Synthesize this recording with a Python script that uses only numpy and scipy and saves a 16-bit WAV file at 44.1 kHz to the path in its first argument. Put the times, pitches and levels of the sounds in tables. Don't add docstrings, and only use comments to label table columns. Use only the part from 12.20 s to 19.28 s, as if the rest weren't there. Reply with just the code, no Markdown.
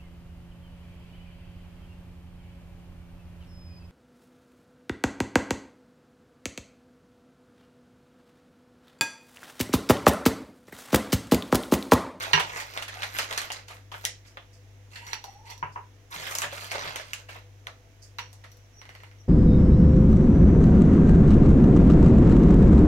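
import sys
import numpy as np
from scipy import signal
from scipy.fft import rfft, irfft, next_fast_len
from scipy.io import wavfile
from scipy.ndimage import uniform_filter1d, map_coordinates

SR = 44100
rng = np.random.default_rng(int(sys.argv[2]) if len(sys.argv) > 2 else 0)


def to_wav(sig):
    pcm = np.clip(np.atleast_2d(sig), -1, 1) * 32767
    pcm = np.round(pcm).astype(np.int16)
    wavfile.write(sys.argv[1], SR, pcm.T)


N = 312218
SIZE = 16384
HZ = np.fft.rfftfreq(SIZE, 1 / SR)
TIME = np.arange(N) / SR


def amp(db):
    return 10 ** (np.asarray(db) / 20)


def unit(x):
    return x / np.sqrt(np.mean(x ** 2) + 1e-20)


def along(points, hz):
    point_hz, value = np.transpose(points)
    return np.interp(np.log(hz + 1), np.log(point_hz + 1), value)


def colour(points):
    return amp(along(points, HZ))


def resonances(modes):
    power = 0
    for hz, width, db in modes:
        damping = HZ * width
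        power = power + (amp(db) * damping) ** 2 / ((hz * hz - HZ ** 2) ** 2 + damping ** 2)
    return np.sqrt(power)


def causal(gain):
    cepstrum = irfft(np.log(np.maximum(gain, 1e-6)))
    cepstrum[1:SIZE // 2] *= 2
    cepstrum[SIZE // 2 + 1:] = 0
    return irfft(np.exp(rfft(cepstrum)))


def through(x, response):
    return signal.fftconvolve(np.atleast_2d(x), np.atleast_2d(response), axes=1)[:, :np.shape(x)[-1]]


def add(track, s, sound):
    start = max(0, round(s * SR))
    track[:, start:start + sound.shape[1]] += sound[:, :max(0, N - start)]


# hz, coherence
MIC_COHERENCE = [(100, 0.68), (250, 0.91), (500, 0.75), (1000, 0.18), (16000, 0)]


def diffuse(size):
    coherence = np.clip(along(MIC_COHERENCE, np.fft.rfftfreq(size, 1 / SR)), -1, 1)
    turn = np.arccos(coherence) / 2
    mid, side = irfft(rfft(rng.standard_normal((2, size))) * [np.cos(turn), np.sin(turn)], size)
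    return np.array([mid + side, mid - side])


def noise(gain):
    return unit(through(diffuse(next_fast_len(N + SIZE)), causal(gain))[:, -N:])


# hz, t60_s
KITCHEN_DECAY = [(150, 0.39), (800, 0.22), (2600, 0.25), (6000, 0.28), (14000, 0.1)]


def kitchen(direct_db, room_db, near_t60_s=0.076, lag_ms=.33):
    t = np.arange(SIZE) / SR
    hz, frame_s, spectrum = signal.stft(diffuse(SIZE), SR, nperseg=256)
    decay = amp(-60 * frame_s / along(KITCHEN_DECAY, hz)[:, None])
    walls = signal.istft(spectrum * decay, SR, nperseg=256)[1][:, :SIZE]
    walls *= 1 - np.exp(-t / 0.0031)
    near = diffuse(SIZE) * amp(-60 * t / near_t60_s) * (1 - np.exp(-t / 0.0011))
    paths = (unit(near) + amp(room_db) * unit(walls)) / np.sqrt(SIZE)
    direct = rng.standard_normal(SIZE) * np.exp(-t / .0007)
    direct[0] = 3
    direct *= amp(direct_db) / np.linalg.norm(direct)
    lag = round(abs(lag_ms) * SR / 1000)
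    return paths + [direct, np.roll(direct, lag)]


def blow(gain, paths, db, pan_db):
    sound = through(paths, causal(gain))
    onset_rms = np.sqrt(np.mean(sound[:, :SR // 50] ** 2))
    return sound / onset_rms * amp([[db + pan_db / 2], [db - pan_db / 2]])


def facets(count=4):
    mode_hz = 600 * 12 ** rng.random(count)
    return np.hypot(.8, resonances([(hz, hz / 9, 2) for hz in mode_hz]))


def grains(envelope, gain, rate, spread_db):
    sizes = amp(spread_db * np.minimum(rng.exponential(size=N), 3)) * rng.choice([-1, 1], N)
    slips = sizes * (rng.random(N) < rate / SR)
    slips *= envelope / np.sqrt(np.abs(uniform_filter1d(slips ** 2, size=2200)) + 1e-6)
    out = np.zeros((2, N))
    stretch = SIZE // 6
    for start in range(0, N, stretch):
        part = slips[start:start + stretch]
        if np.abs(part).max() > 1e-4:
            response = through(kitchen(direct_db=4, room_db=-1), causal(gain * facets()))
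            response = unit(response) / np.sqrt(SIZE)
            add(out, start / SR, signal.fftconvolve(part[None], response, axes=1))
    return out


def motion(rows, attack_s, release_s, order=2):
    power = np.zeros(N)
    for row in rows:
        start, length = row[:2]
        t = np.maximum(TIME - start, 0)
        rise = (1 - np.exp(-t / attack_s)) ** 2
        fall = np.exp(-np.maximum(t - length, 0) / release_s)
        power += (amp(row[order]) * rise * fall) ** 2
    return np.sqrt(power)


def wobble(rate):
    return map_coordinates(rng.standard_normal(400), [TIME * rate], mode="mirror")


# hz, width_hz, level_db
FRIDGE_DRONE = [(496, 14, -70), (668, 40, -74.5)]
# hz, density_db
ROOM_AIR = [(130, -5.5), (190, -13), (270, -8), (380, -10.5), (520, -13.5), (800, -15.5), (1300, -19.5),
            (2100, -17), (3000, -21), (4500, -27), (6200, -21), (8500, -34.5), (12000, -32), (16000, -37.5)]
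# hz, density_db
ROOM_RUMBLE = [(20, -21.5), (45, -3), (65, -4), (82, 4), (115, 3.5), (150, -5), (250, -37.5)]


def background(mains_hz=49.975, motor_hz=49.403):
    lines = [(2 * mains_hz, -53), (2 * motor_hz, -62.5), (motor_hz, -63)]  # hz, rms level_db
    hum = sum(amp(db) * np.sqrt(2) * np.cos(2 * np.pi * hz * TIME) for hz, db in lines)
    drone = sum(amp(db) * noise(resonances([(hz, width, 0)]) ** 2) for hz, width, db in FRIDGE_DRONE)
    air = amp(-60) * noise(colour(ROOM_AIR))
    rumble = amp(-76) * noise(colour(ROOM_RUMBLE))
    return hum + drone + air + rumble


# start_s, level_db (before the swell's own shape)
FINGER_BRUSHES = [(2.062, -58.5), (2.326, -60), (3.517, -62), (5.818, -52)]
# hz, density_db
SKIN_HISS = [(1500, -42), (3800, -24), (4700, 2.5), (7000, -2.5), (9500, -11.5), (15000, -24)]


def fingers(rise_s=0.011):
    envelope = np.zeros(N)
    for s, db in FINGER_BRUSHES:
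        u = np.maximum(TIME - s, 0) / rise_s
        envelope += amp(db) * (1 - np.exp(-u)) * np.exp(-u / 3) * 2
    return envelope * noise(colour(SKIN_HISS))


# start_s, level_db
BOARD_BUMPS = [(0.137, -33), (2.868, -58), (3.427, -42.5), (3.96, -49.5), (4.244, -52), (4.638, -49)]
# hz, width_hz, db
BOARD_MODES = [(79, 12, 2), (142.8, 11, 4), (157, 9.6, 2.5), (419, 34, -10)]


def board():
    out = np.zeros((2, N))
    thud = resonances(BOARD_MODES) * colour([(170, -3.5), (240, -8), (400, -0.5), (1500, -30.0)])
    for s, db in BOARD_BUMPS:
        add(out, s, blow(thud, kitchen(direct_db=1, room_db=-5.5), db, pan_db=0))
    return out


# start_s, length_s, relative level_db of its hollow note
JAR_SLIDES = [(2.8, 0.18, -51.5), (3.035, 0.049, -45), (3.11, 0.27, -57), (3.55, 0.059, -44.5)]
# time_s, pitch_hz
MOUTH_PITCH = [(2.93, 942), (3.04, 800), (3.14, 816), (3.3, 926), (3.42, 970)]
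SLIDE_ATTACK_S, SLIDE_RELEASE_S = 0.0069, 0.019


def jar_slides(slide_db=-1):
    phase = 2 * np.pi * np.cumsum(np.interp(TIME, *np.transpose(MOUTH_PITCH))) / SR
    band = colour([(30, -0.5), (80, -13), (300, -36), (1000, -72)])
    hollow = noise(band) * np.cos(phase) + noise(band) * np.sin(phase)
    return amp(slide_db) * motion(JAR_SLIDES, SLIDE_ATTACK_S, SLIDE_RELEASE_S) * hollow


# start_s, length_s, relative level_db of the glass note
RIM_RUBS = [(2.97, 0.25, -63), (3.27, 0.17, -63), (6.0, 0.47, -72), (6.52, 0.089, -56), (6.98, 0.029, -58)]
# hz, width_hz, db
GLASS_MODES = [(2840, 260, -0.5), (4380, 290, -3), (5764, 58, 5.5), (7400, 560, -16.5), (10100, 300, -20.5),
               (12500, 300, -23.5), (13600, 270, -22)]
RUB_ATTACK_S, RUB_RELEASE_S = 0.011, 0.019


def rim_rubs(rub_db=-1):
    note = noise(resonances([(GLASS_MODES[2][0], 170, 0)]) ** 2)
    waver = amp(rub_db + 2.3 * wobble(rate=29))
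    return waver * motion(RIM_RUBS, RUB_ATTACK_S, RUB_RELEASE_S) * note


# start_s, length_s, relative level_db
JAR_SCRAPES = [(2.7, 0.055, -50.5), (2.745, .11, -49.5), (2.855, .08, -45.5), (2.97, 0.17, -60.5),
               (3.245, 0.036, -50.5), (3.28, 0.046, -44.5), (6.68, .19, -63)]
# hz, density_db
SCRATCH_SPECTRUM = [(300, -22), (1000, -0.5), (1700, -33), (2800, -11), (3600, -40), (6000, -27),
                    (8800, -46), (10500, -12), (15000, -32)]
# hz, width_hz, db
SPOON_MODES = [(1960, 140, 3.5), (2710, 110, -1), (4400, 140, -0.5), (5720, 100, -7), (7430, 480, -5),
               (9900, 280, -8), (13700, 300, -6)]
SCRAPE_ATTACK_S, SCRAPE_RELEASE_S = 0.0065, 0.014


def jar_scrapes(scrape_db=-1):
    bowl = resonances(SPOON_MODES) * colour([(7500, 0), (9000, -6)])
    spoon = np.hypot(colour(SCRATCH_SPECTRUM), bowl)
    envelope = motion(JAR_SCRAPES, SCRAPE_ATTACK_S, SCRAPE_RELEASE_S)
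    return amp(scrape_db) * grains(envelope, spoon, rate=900, spread_db=4.5)


# start_s, level_db, body_db, treble_db, left_right_db, sharpness_db
JAR_TAPS = [(.1329, -15.5, -4, -7.5, -2.5, -2.5), (.177, -24, -0.5, -20, -2, 0.5),
            (2.867, -45.5, -1.5, 8, 1, -7), (2.9317, -31, -3, -0.5, -2, 1.5),
            (3.041, -41.5, 13, 10.5, 1, 0.5), (3.301, -46.5, -6, 10, -2, -15),
            (3.3785, -56.5, -8, 21, -9, 4), (3.4271, -28, 8.5, -36, 0.5, 1.5),
            (3.559, -34.5, 12.5, -56, 1.5, -3), (5.9852, -34, 0.5, -7.5, 2, -2.5),
            (5.992, -42, -10, -1, -9, -2.5), (6.317, -57.5, -1, 32, 5, 0), (6.37, -66, -3, 21, 12, -2)]
# hz, density_db
CONTACT_SPECTRUM = [(100, -47.5), (280, -25.5), (450, -17.5), (750, -23.5), (1300, -3), (2000, -1.5),
                    (2900, -8), (4300, -17.5), (6200, -18.5), (8500, -40), (15000, -43)]
# hz, relative level_db
STOVE_MODES = [(409, 1), (943, 7.5), (996, 15), (1387, -3.5), (1625, 7), (1890, 4.5), (2224, 1),
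               (2318, -4.5), (2499, -5.5), (2803, 2.5), (2978, 8), (3074, -0.5)]


def jar_taps(hollow_db=3, hollow_width_hz=110, stove_db=1, stove_width_hz=11, direct_db=1, shake=0.62,
             click_db=5, crack_db=-8, crack_hz=3800):
    out = np.zeros((2, N))
    heaviest_db = max(row[1] for row in JAR_TAPS)
    for s, db, body_db, treble_db, pan_db, sharp_db in JAR_TAPS:
        lighter_db = heaviest_db - db
        hollow_hz = np.interp(s, *np.transpose(MOUTH_PITCH))
        hollow = resonances([(hollow_hz, hollow_width_hz, hollow_db)]) * colour([(1500, 2.5), (8000, -13.5)])
        stove_gain_db = stove_db - shake * lighter_db
        stove = resonances([(hz, stove_width_hz, mode_db + stove_gain_db) for hz, mode_db in STOVE_MODES])
        glass = resonances(GLASS_MODES)
        jar = np.sqrt(colour(CONTACT_SPECTRUM) ** 2 + glass ** 2 + hollow ** 2 + stove ** 2)
        jar *= colour([(7500, 0.0), (8800, -13), (10000, 1.5)])
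        top_db = treble_db + click_db * lighter_db / 20
        tilt = colour([(1100, body_db), (2000, 0), (2700, 0), (4600, treble_db), (12000, top_db)])
        paths = kitchen(sharp_db + direct_db, room_db=0)
        add(out, s, blow(jar * tilt, paths, db, pan_db + 1.0))
        crack = resonances([(crack_hz, 1500, 0)]) ** 2
        crack_level_db = db + crack_db + min(treble_db + 7.5, 0)
        add(out, s, blow(crack, kitchen(direct_db=4.5, room_db=-7.0), crack_level_db, pan_db + 2))
    return out


# start_s, level_db
CLOVE_DROPS = [(6.616, -48), (6.654, -52), (6.6918, -47), (6.7512, -48.5), (6.803, -55.5), (6.835, -48.5),
               (6.914, -58)]
# hz, density_db
SNAP_SPECTRUM = [(100, -17), (300, -16), (550, -1.5), (1000, -0.5), (2000, 0.5), (3000, -3), (4500, -8),
                 (6300, -7.5), (8000, -11.5), (12000, -13.5), (15000, -23)]


def clove_drops(bud_hz=2030, bud_width_hz=200, bud_db=8, direct_db=4.0, pan_db=1):
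    out = np.zeros((2, N))
    ring = np.hypot(resonances([(bud_hz, bud_width_hz, bud_db)]), resonances(GLASS_MODES))
    soft = colour([(900, 3.5), (2800, 0.5), (4200, -3.5), (7000, -6), (12000, -3.5)])
    for s, db in CLOVE_DROPS:
        bud = np.hypot(colour(SNAP_SPECTRUM) * facets(), ring) * soft
        add(out, s, blow(bud, kitchen(direct_db, room_db=2), db, pan_db))
    return out


# start_s, length_s, crinkle_db, film_crackle_db
SPOON_STROKES = [(-.03, 0.089, -34, -48), (.07, 0.27, -40, -53.5), (.325, 0.077, -35, -45),
                 (.44, 0.076, -48.5, -56.5), (.515, .11, -40.5, -53), (.705, 0.12, -42, -56),
                 (.83, 0.16, -47, -55.5), (.93, 0.1, -35.5, -43.5), (1.07, 0.18, -40.5, -51),
                 (1.31, 0.068, -44.5, -59.5), (1.47, 0.084, -49.5, -59), (1.72, 0.13, -53.5, -58),
                 (2.035, .04, -57, -68), (3.9, .19, -38.5, -47), (4.08, .16, -38.5, -46),
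                 (4.3, .16, -41.5, -49), (4.49, 0.2, -36.5, -54), (4.69, 0.12, -43, -57.5),
                 (4.83, .17, -52.5, -61), (5.075, 0.089, -48.5, -61)]
STROKE_ATTACK_S, STROKE_RELEASE_S = 0.0082, .028


def clove_clicks(click_db=-3, centre_hz=2200, cycles=3.6, spread_db=1.0, count=1500):
    stirring = motion(SPOON_STROKES, STROKE_ATTACK_S, STROKE_RELEASE_S)
    stirring += motion(JAR_SCRAPES, SCRAPE_ATTACK_S, SCRAPE_RELEASE_S)
    t = np.arange(SR // 40) / SR
    out = np.zeros((1, N))
    for when, pitch, size in rng.random((count, 3)):
        hz = centre_hz * (.02 + pitch) ** .25 / (1.02 - pitch) ** .25
        click = np.sin(2 * np.pi * hz * t) * np.exp(-t * hz / cycles)
        click /= np.linalg.norm(click)
        strength = amp(spread_db * (min(-np.log(1 - size), 3) - 2))
        add(out, when * N / SR, stirring[int(when * N)] * strength * click[None])
    paths = unit(kitchen(direct_db=3, room_db=-1)) / np.sqrt(SIZE)
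    return amp(click_db) * np.sqrt(N / count) * through(out, paths)


# start_s, level_db, body_db, treble_db, sharpness_db (relative), ring_hz
PACKET_SNAPS = [(.0224, -38, 5, 10, -8, 2300), (.197, -26.5, 4, -2, -9, 2820), (0.4, -36, -19, 0, -6, 1930),
                (0.5753, -31.5, -1.5, -5, 4.5, 3630), (0.6244, -36.5, -4.5, 1.5, -3, 2870),
                (.68, -37.5, -2, -0.5, -16, 1770), (.8214, -35, -3.5, -5, 1, 2930),
                (.832, -30, -2, -3, -4, 1900), (.987, -25.5, -1, 0.5, -2.5, 3000),
                (1.1112, -34, 8.5, -3, 5, 1950), (1.127, -35, -10, 3.5, 2, 1980),
                (1.177, -27, -7.5, 2.5, 1, 4240), (1.217, -37.5, -4, 3.5, 1, 3360),
                (1.3031, -34, 1, -11, 2.5, 2880), (1.319, -36, -18, 8, -1.5, 4860),
                (1.483, -46, 1.5, 2, -4, 4600), (1.502, -44, 6.5, -6, -12, 1230),
                (1.7171, -40.5, 1.5, -6.5, -8, 1080), (1.741, -38.5, 1, -15, 1.5, 1410),
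                (1.84, -40.5, 10.5, -2, -5, 2850), (1.8516, -26, -35, 9, 3.5, 3130),
                (2.1718, -41, 5, -14.5, 0.5, 3380), (2.757, -41.5, -19, -6.5, -13, 4450),
                (4.0676, -37, -20, -14, -7, 3100), (4.11, -38.5, 8, 11, -3, 1380),
                (4.152, -31.5, -3, 12.5, 4, 5130), (4.1855, -30.5, -13, 13, 5, 4600),
                (4.219, -29.5, -2, 3, -0.5, 2790), (4.235, -30.5, -1, -48, -7, 1720),
                (4.325, -38, 8, 0, -13, 573), (4.445, -44, -11, 6, 4, 3100),
                (4.516, -31.5, 5, 3, -1.5, 2160), (4.55, -33.5, 12, -1, -10, 545),
                (4.652, -38, 5, -9, -12, 2210), (4.7596, -34, 2, 2.5, 1.5, 5800),
                (4.798, -39, 2, -10, 0, 1640), (4.9336, -32, -13.5, 3, 3, 2710),
                (5.0895, -42.5, 3, -3, -10, 2810), (5.155, -45.5, 7, -23, -5, 1010),
                (5.4698, -37, 3, -7.5, 4, 1270), (6.13, -53.5, 9, 15, -1, 4200),
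                (6.239, -47.5, 1.5, -4.5, -10, 1930)]
# hz, density_db
CRINKLE_SPECTRUM = [(100, -23.5), (300, -9.5), (550, 1), (1000, 3), (2100, 0), (3000, -7), (4500, -6),
                    (6200, -10.5), (8000, -16.5), (15000, -43.5)]
# hz, density_db
CRACKLE_SPECTRUM = [(2000, -37), (5000, -8.5), (7000, 1.5), (9000, -6), (12000, -1.5), (16000, -11)]


def packet(crinkle_db=-2, ring_db=5, ring_q=11, direct_db=1, pan_db=1.7):
    crinkle_motion = motion(SPOON_STROKES, STROKE_ATTACK_S, STROKE_RELEASE_S)
    crackle_motion = motion(SPOON_STROKES, STROKE_ATTACK_S, STROKE_RELEASE_S, order=3)
    crinkle = grains(crinkle_motion, colour(CRINKLE_SPECTRUM), rate=520, spread_db=7)
    crackle = grains(crackle_motion, colour(CRACKLE_SPECTRUM), rate=800, spread_db=6)
    out = amp(crinkle_db) * crinkle + crackle
    for s, db, body_db, treble_db, sharp_db, hz in PACKET_SNAPS:
        tilt = colour([(900, body_db), (1700, 0), (3200, 0), (7000, treble_db)])
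        ring = np.hypot(facets(), resonances([(hz, hz / ring_q, ring_db)]))
        paths = kitchen(sharp_db + direct_db, room_db=0)
        add(out, s, blow(colour(SNAP_SPECTRUM) * tilt * ring, paths, db, pan_db))
    return out


def scene():
    jar = jar_slides() + rim_rubs() + jar_scrapes() + jar_taps()
    cloves = clove_drops() + clove_clicks()
    return background() + fingers() + board() + jar + cloves + packet()


# hz, db
MIC_DIFFERENCE = [(100, 2), (550, 0.5), (1100, -1), (2200, -3.5), (4200, -8), (8000, 0), (12500, 2.5)]
TOP_HZ = 16100


def record(dry):
    size = next_fast_len(N + SIZE)
    hz = np.fft.rfftfreq(size, 1 / SR)
    microphones = amp(np.outer([.5, -.5], along(MIC_DIFFERENCE, hz)))
    band_limit = 1 / (1 + (hz / TOP_HZ) ** 160)
    return irfft(rfft(dry, size) * microphones * band_limit, size)[:, :N]


dry = scene()
out = record(dry)
to_wav(out)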